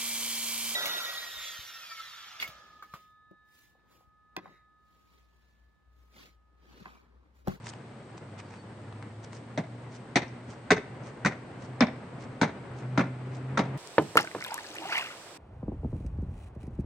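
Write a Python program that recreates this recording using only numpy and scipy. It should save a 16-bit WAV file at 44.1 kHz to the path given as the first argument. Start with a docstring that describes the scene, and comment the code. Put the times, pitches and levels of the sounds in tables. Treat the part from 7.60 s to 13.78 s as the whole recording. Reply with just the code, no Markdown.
"""Far traffic murmurs and a distant engine fades as sneakers shuffle on concrete a few metres away.
Someone then jumps up outdoor stairs with both feet. Each landing is three quick sole contacts, built from
damped modes (thump, hollow slap, air pop) and noise bursts (slap, crack, grit); each take-off is a faint
noise scuff. The engine, a few wavering sine orders, comes back low and gathers speed; a bird calls in
two fluttering sines. Walls throw back short, dull echoes and a thin tail."""
import sys
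import numpy as np
from scipy import signal
from scipy.fft import rfft, irfft
from scipy.io import wavfile

SR = 44100
rng = np.random.default_rng(int(sys.argv[2]) if len(sys.argv) > 2 else 0)


def unload_wav(signal):
    """Save mono or channel-first audio to the path in sys.argv[1] as 16-bit WAV at rate SR, clipped to [-1, 1]."""
    wavfile.write(
        sys.argv[1],
        SR,
        np.round(np.clip(np.atleast_2d(signal).T, -1, 1) * 32767).astype(np.int16),
    )


N = 272348
TIME = np.arange(N) / SR
AGE = TIME[:SR // 4]   # time since a blow, s

# Road noise spectrum: f/Hz, density/dB per Hz (only the shape counts)
TRAFFIC_COLOUR = [(22, -16.5), (50, -13.5), (75, -11), (95, -6.5), (122, 0), (165, -7), (220, -6.5),
                  (310, -10), (550, -13.5), (900, -17.5), (1200, -20), (2100, -25), (3000, -34),
                  (5200, -56)]
# Steady hiss spectrum: f/Hz, density/dB per Hz (only the shape counts)
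HISS_COLOUR = [(1500, -20), (3000, 5), (4500, 4), (6000, -3), (7300, -2), (8500, 5), (9200, -8)]
HISS_DB = -65
# Far traffic draws slowly nearer: t/s, level/dB (before trim and swell)
TRAFFIC_LEVEL = [(0, -47.5), (2.3, -46.5), (3.25, -44.5), (5.86, -43), (6.18, -40)]
# Far engine fades, comes back low and gathers speed: t/s, firing rate f/Hz, level/dB (before trim)
ENGINE_CURVE = [(0, 115.3, -39.5), (.5, 113, -64), (.72, 101.6, -46), (1.0, 103, -44.5), (1.6, 108, -41.5),
                (1.85, 116, -44), (2.15, 120.5, -40), (3.3, 122.5, -45.5), (3.7, 120, -47),
                (4.2, 127, -42.5), (4.9, 126, -43), (5.25, 126.7, -34), (5.65, 128, -38),
                (6.18, 135, -30.5)]
# Exhaust orders: multiple of the firing rate, level/dB (relative, before throb)
ENGINE_ORDERS = [(.75, -34), (1, -5), (2, -18), (3, -25.5)]
# Left-right likeness of the street and echo tail above the bass: f/Hz, likeness/0-1
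FAR_LIKENESS = [(100, .98), (300, .88), (550, .78), (1100, .5), (2300, .35), (5000, .12)]
# Left minus right for the street: f/Hz, level/dB
FAR_LEAN = [(100, 0), (200, .4), (1000, .6), (3000, 2.4), (5500, 2.2), (8500, -2)]
# Distant bird notes: start t/s, length/s, centre f/Hz, level/dB (before flutter)
CHIRPS = [(.827, .07, 4620, -67), (0.957, .08, 4490, -62)]
# Echoes off the stairs and side walls, last off a building across the yard: delay t/s, level/dB
ECHOES = [(.0052, -19), (0.0135, -20), (.029, -24), (.062, -18)]

# Left-right likeness of the shoe noise above the bass: f/Hz, likeness/0-1
NEAR_LIKENESS = [(100, .98), (300, .85), (600, .6), (1200, .62), (2200, .64), (4500, .48), (8000, .35)]
# Left minus right for the shoe bursts: f/Hz, level/dB
NEAR_LEAN = [(180, 0), (600, .4), (1200, 1.2), (2200, 2.0), (3100, 1.2), (5200, 4.4), (7500, -3.5)]
# Grains of grit cracking under a shoe: t/s, level/dB, f/Hz
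TICKS = [(.0685, -35, 2320), (.136, -39.5, 2070), (.578, -42, 2400), (0.939, -42, 1800),
         (1.326, -42.5, 3293), (1.4255, -37.5, 1580), (1.731, -38, 2370)]
# Shoes shuffling: middle t/s, level/dB (before flicker), bell spread/s, share of low rasp/0-1
SCUFFS = [(0.072, -47.5, 0.016, 0.37), (0.096, -45.5, 0.0051, 0), (.089, -56.5, 0.048, 0.92),
          (0.58, -58, .0045, 0.02), (.794, -44, 0.01, 0.87), (0.932, -55.5, 0.033, 0.86),
          (1.643, -56.5, .011, 0.25)]
# Bright side of a scuff: f/Hz, density/dB per Hz (only the shape counts)
SCRAPE_COLOUR = [(1500, -37), (3000, 2.5), (4500, 5.5), (6000, 7), (7500, 1.5), (9000, -2.5)]
# Low, rough side of a scuff, also the dust of a tick: f/Hz, density/dB per Hz (only the shape counts)
RASP_COLOUR = [(300, -19.5), (850, 5), (1500, -3.5), (2400, -3), (3500, -13.5), (6000, -21.5)]
# Rubber catching as a shoe lands or settles: t/s, f/Hz, level/dB, time to fall 60 dB/s
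SLIPS = [(2.679, 5500, -57.5, 0.075), (3.164, 5900, -47, .04), (4.206, 5086, -21, .0086),
         (4.216, 3550, -28, 0.021)]

# Flat of the sole slapping: f/Hz, density/dB per Hz (only the shape counts)
SLAP_COLOUR = [(40, -46), (85, 2), (200, 3.5), (330, -3), (450, 1), (650, 2), (950, -2), (1300, -13),
               (2200, -9), (3000, -54)]
# Air cracking out of the tread: f/Hz, density/dB per Hz (before the pocket tilt)
CRACK_COLOUR = [(600, -28.5), (1050, 5), (1500, 3), (2150, 2), (2500, -5.5), (2950, -20), (4000, -29.5)]
# Sand crushed under rubber: f/Hz, density/dB per Hz (before the brightness tilt)
GRIT_COLOUR = [(1200, -1), (2300, 8.5), (2950, -4.5), (3700, 2), (5000, -7.5), (6100, -6), (7200, -17),
               (9000, -23)]
# Two-footed landings; levels are the first shoe's, before the layer trims:
# t/s, flight before it/s, lag of the second shoe/s, force on the second shoe/dB, weight shift to it/dB,
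# heels settling/dB, heel thud level/dB, thump level/dB, thump f/Hz of first and second shoe,
# slap level/dB, slap f/Hz, air pop level/dB, pop f/Hz of first and second shoe,
# grit level/dB, grit brightness/dB per octave
LANDINGS = [(1.975, .222, 0.013, -5.5, 3, -4, -32, -24, 261, 194, -26.5, 592, -38, 2030, 1400, -37.5, 4.5),
            (2.5567, 0.21, 0.01, -1.5, -6.5, -12, -28, -17, 278, 349, -22, 675, -20.5, 1960, 1950, -22, 4),
            (3.1046, 0.19, 0.011, 1, 2, -1.5, -32, -17.5, 273, 421, -22.5, 669, -14.5, 1550, 1980, -23.5, 4.5),
            (3.648, .179, .010, 6.5, -5.5, 3.5, -18.5, -25, 250, 244, -29, 1000, -23, 1475, 1946, -34.5, 9),
            (4.206, 0.17, .0145, 0.5, -1.5, -2, -22.5, -12, 264, 225.4, -21.5, 605, -22, 1140, 1460, -23, -1.5),
            (4.813, 0.1904, .016, 0, 2.5, -1, -21.5, -19.5, 274, 214, -21, 886, -23.5, 1520, 1480, -28, 5),
            (5.3751, 0.18, .0172, 0.5, -1, 4.5, -21.5, -17, 277.6, 249, -24, 596, -21, 1410, 1430, -30.5, 2),
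            (5.973, 0.22, .017, 2, -1, -0.5, -22, -20, 211, 270, -22.5, 544, -22, 1360, 1125, -31, 4.5)]
# Second shoe lands flatter and softer; offsets for heel thud/dB, thump/dB, slap/dB, air pop/dB, grit/dB
SECOND_SHOE_DB = (-1, -0.5, 0, -5, -2)
# Heels settling; offsets for heel thud/dB, thump/dB, slap/dB, air pop/dB, grit/dB
SETTLE_DB = (-5.5, -15, -10.5, -12.5, -10)
SETTLE_LAGS = 1.92   # the heels settle this many lags after the first touch
HEEL_HZ = 171.3
GRIT_DULLING_DB = 2.5   # per octave, at each later contact
POCKET_TILT_DB = 14.5   # a smaller air pocket cracks brighter: dB per octave for each octave of pop pitch
# Every take-off is the same scuff, fainter with each step away
TAKEOFF_DB, TAKEOFF_LOSS_DB_PER_STEP, TAKEOFF_SPREAD_S, TAKEOFF_RASP = -53.5, 0.8, 0.022, .45

MIC_LOW_CUT_HZ, CUTOFF_HZ = 79, 9050


def from_db(db):
    """Decibels to gain."""
    return 10 ** (np.asarray(db) / 20)


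def rms_one(x):
    """Scale to unit power."""
    return x / np.sqrt(np.mean(x ** 2) + 1e-20)


def at_hz(points, hz):
    """Read a table on a log-frequency axis."""
    f, value = np.transpose(points)
    return np.interp(np.log(hz + 1e-9), np.log(f), value)


def in_time(rows):
    """Join the rows of a curve by straight lines."""
    s, *columns = np.transpose(rows)
    return [np.interp(TIME, s, column) for column in columns]


def drift(rate_hz):
    """Random wander of spread 1, smoothed above rate_hz."""
    hz = np.arange(N // 2 + 1) * SR / N
    spectrum = rfft(rng.standard_normal(N)) / (1 + (hz / rate_hz) ** 2)
    return rms_one(irfft(spectrum, N))


def noise(colour, likeness, size, lean=None):
    """Coloured stereo noise of unit power; long waves reach both microphone ports alike."""
    hz = np.arange(size // 2 + 1) * SR / size
    long_wave = 1 / (1 + (hz / 250) ** 2)
    alike = long_wave + (1 - long_wave) * at_hz(likeness, hz)
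    mid, side = rfft(rng.standard_normal((2, size)))
    signs = np.array([[1], [-1]])   # left, right
    both = np.sqrt(1 + alike) * mid + np.sqrt(1 - alike) * side * signs
    lean_db = signs * at_hz(lean, hz) / 2 if lean else 0
    return rms_one(irfft(both * from_db(at_hz(colour, hz) + lean_db), size))


def fade(rise, t60):
    """A blow swells and dies away; height 1."""
    shape = (1 - np.exp(-(AGE / rise) ** 2)) * from_db(-60 * AGE / t60)
    return shape / shape.max()


def burst(colour, rise, t60, grain_db=0):
    """A dying puff of noise, grainy from one millisecond to the next; its energy is set by the blow alone."""
    shape = fade(rise, t60)
    grains = np.interp(AGE, np.linspace(0, AGE[-1], 250), rng.standard_normal(250))
    puff = noise(colour, NEAR_LIKENESS, len(AGE), NEAR_LEAN) * shape * from_db(grain_db * grains)
    return rms_one(puff) * np.sqrt(np.mean(shape ** 2))


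def ring(hz, rise, t60):
    """One damped mode."""
    return np.sin(2 * np.pi * hz * AGE) * fade(rise, t60)


def add(out, s, sound):
    """Mix a sound in at time s."""
    start = int(s * SR)
    out[:, start:start + sound.shape[-1]] += sound[..., :N - start]


def traffic(swell_db):
    """Far road noise over a faint steady hiss."""
    level_db, = in_time(TRAFFIC_LEVEL)
    road_gain = from_db(level_db + 1 + swell_db * drift(15))
    road = road_gain * noise(TRAFFIC_COLOUR, FAR_LIKENESS, N, FAR_LEAN)
    hiss = from_db(HISS_DB) * noise(HISS_COLOUR, FAR_LIKENESS, N, FAR_LEAN)
    return road + hiss


def engine(waver_hz, throb_db):
    """Only the lowest exhaust orders carry this far; they waver on the way."""
    hz, level_db = in_time(ENGINE_CURVE)
    phase = 2 * np.pi * np.cumsum(hz + waver_hz * drift(9.5)) / SR
    drone = np.zeros(N)
    for multiple, order_db in ENGINE_ORDERS:
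        drone += from_db(order_db + throb_db * drift(1.7)) * np.sin(multiple * phase)
    return from_db(level_db - 3.5) * rms_one(drone)


def bird(flutter_db):
    """Two thin, fluttering notes from the trees, each gliding slightly down."""
    out = np.zeros((2, N))
    for s, length, hz, level_db in CHIRPS:
        size = int(length * SR)
        pitch = hz * np.linspace(1.005, .995, size) + 70 * drift(200)[:size]
        note = np.hanning(size) * np.sin(2 * np.pi * np.cumsum(pitch) / SR)
        add(out, s, from_db(level_db) * note)
    return out * from_db(flutter_db * drift(60))


def yard(x, tail_db, t60, wall_hz):
    """A few dull wall echoes and a thin scattered tail."""
    dull = signal.sosfilt(signal.butter(1, wall_hz, fs=SR, output="sos"), x)
    out = x.copy()
    for delay, level_db in ECHOES:
        add(out, delay, from_db(level_db) * dull)
    age = TIME[:SR]
    tail_colour = [(80, -23.5), (300, 3.5), (900, -2), (2200, 4.5), (8000, 1)]   # f/Hz, density/dB per Hz
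    tail_shape = from_db(-60 * age / t60) * (1 - np.exp(-age / 0.0074))
    tail = noise(tail_colour, FAR_LIKENESS, SR) * tail_shape
    tail /= np.sqrt(np.sum(tail ** 2) / 2)   # unit energy per side
    return out + from_db(tail_db) * signal.fftconvolve(dull, tail, axes=1)[:, :N]


def ticks():
    """A single grain cracks: a cycle or two of ringing and a little dust."""
    out = np.zeros((2, N))
    for s, level_db, hz in TICKS:
        crack = ring(hz, rise=0.00011, t60=0.0017)
        dust = 0.91 * burst(RASP_COLOUR, rise=0.00051, t60=0.011)
        add(out, s, from_db(level_db) * (crack + dust))
    return out


def takeoffs():
    """A scuff of the toes one flight time before each landing."""
    return [(s - flight, TAKEOFF_DB - TAKEOFF_LOSS_DB_PER_STEP * step, TAKEOFF_SPREAD_S, TAKEOFF_RASP)
            for step, (s, flight, *_) in enumerate(LANDINGS)]


def scuffs():
    """Rubber drags over rough concrete in uneven slips."""
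    out = np.zeros((2, N))
    scrape = noise(SCRAPE_COLOUR, NEAR_LIKENESS, N)
    rasp = noise(RASP_COLOUR, NEAR_LIKENESS, N)
    for s, level_db, spread, low in SCUFFS + takeoffs():
        start = max(s - 3 * spread, 0)
        span = slice(int(start * SR), int((s + 3 * spread) * SR))
        stroke = from_db(level_db) * np.exp(-((TIME[span] - s) / spread) ** 2 / 2)
        out[:, span] += stroke * (np.sqrt(1 - low) * scrape[:, span] + np.sqrt(low) * rasp[:, span])
    return out * from_db(3.7 * drift(200))


def slips(width_octaves):
    """Tread sticks and lets go in a short, rough chirp: a narrow band of noise."""
    out = np.zeros((2, N))
    skirt = 2 ** width_octaves
    for s, hz, level_db, t60 in SLIPS:
        band = [(hz / skirt, -40), (hz, 0), (hz * skirt, -40)]
        add(out, s, from_db(level_db) * burst(band, rise=0.00091, t60=t60))
    return out


def contact(levels_db, thump_hz, slap_hz, pop_hz, tilt_db):
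    """The tread meets grit, air pops out from under the sole, then the body's weight thumps the cushion."""
    heel_db, thump_db, slap_db, pop_db, grit_db = levels_db
    # the soft midsole loads slowly, so the low notes come last
    heel = from_db(heel_db) * ring(HEEL_HZ, rise=0.0091, t60=0.058)
    thump = from_db(thump_db) * ring(thump_hz, rise=0.0095, t60=0.05)
    # the flat of the sole slaps the step with a hollow note
    slap = from_db(slap_db - 1.5) * burst(SLAP_COLOUR, rise=0.0021, t60=0.12, grain_db=2.5)
    hollow = from_db(slap_db - 2.0) * ring(slap_hz, rise=0.0028, t60=0.03)
    # air squeezed out of the tread
    pop = from_db(pop_db + 4.0) * ring(pop_hz, rise=0.00084, t60=0.021)
    pocket_tilt_db = POCKET_TILT_DB * np.log2(pop_hz / 1500)
    crack_colour = [(hz, db + pocket_tilt_db * np.log2(hz / 1500)) for hz, db in CRACK_COLOUR]
    crack = from_db(pop_db - 2.5) * burst(crack_colour, rise=0.00086, t60=0.071, grain_db=3.5)
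    # sand crushed under the rubber
    grit_colour = [(hz, db + tilt_db * np.log2(hz / 3500)) for hz, db in GRIT_COLOUR]
    grit = from_db(grit_db) * burst(grit_colour, rise=0.001, t60=0.082, grain_db=1.5)
    return heel + thump + slap + hollow + pop + crack + grit


def landings():
    """Each landing is three contacts: one shoe, the other a moment later, then the heels settling."""
    out = np.zeros((2, N))
    for (s, _, lag, force_db, shift_db, settle_db, heel_db, thump_db, thump_hz, thump2_hz,
         slap_db, slap_hz, pop_db, pop_hz, pop2_hz, grit_db, tilt_db) in LANDINGS:
        first_db = np.array([heel_db, thump_db, slap_db, pop_db, grit_db])
        later_db = first_db + force_db
        later_db[:2] += shift_db   # weight counts only in the low notes
        second_db = later_db + SECOND_SHOE_DB
        heels_db = later_db + settle_db + SETTLE_DB
        first = contact(first_db, thump_hz, slap_hz, pop_hz, tilt_db)
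        second = contact(second_db, thump2_hz, 1.048 * slap_hz, pop2_hz, tilt_db - GRIT_DULLING_DB)
        heels = contact(heels_db, .85 * thump2_hz, .88 * slap_hz, pop2_hz, tilt_db - 2 * GRIT_DULLING_DB)
        add(out, s, first)
        add(out, s + lag, second)
        add(out, s + SETTLE_LAGS * lag, heels)
    return out


def scene():
    """Shoes on the stairs and a bird, echoed by the yard, in front of the distant street."""
    street = traffic(swell_db=1.0) + engine(waver_hz=0.96, throb_db=2.5)
    near = bird(flutter_db=2) + ticks() + scuffs() + slips(width_octaves=0.63) + landings()
    return street + yard(near, tail_db=-18, t60=0.48, wall_hz=4000)


def record(dry):
    """The small microphone loses the deep bass; the recorder cuts the top steeply."""
    low_cut = signal.butter(2, MIC_LOW_CUT_HZ, "high", fs=SR, output="sos")
    top_cut = signal.ellip(10, .3, 70, CUTOFF_HZ, fs=SR, output="sos")
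    thin = signal.sosfilt(low_cut, dry)
    return signal.sosfilt(top_cut, thin)


dry = scene()
out = record(dry)
unload_wav(out)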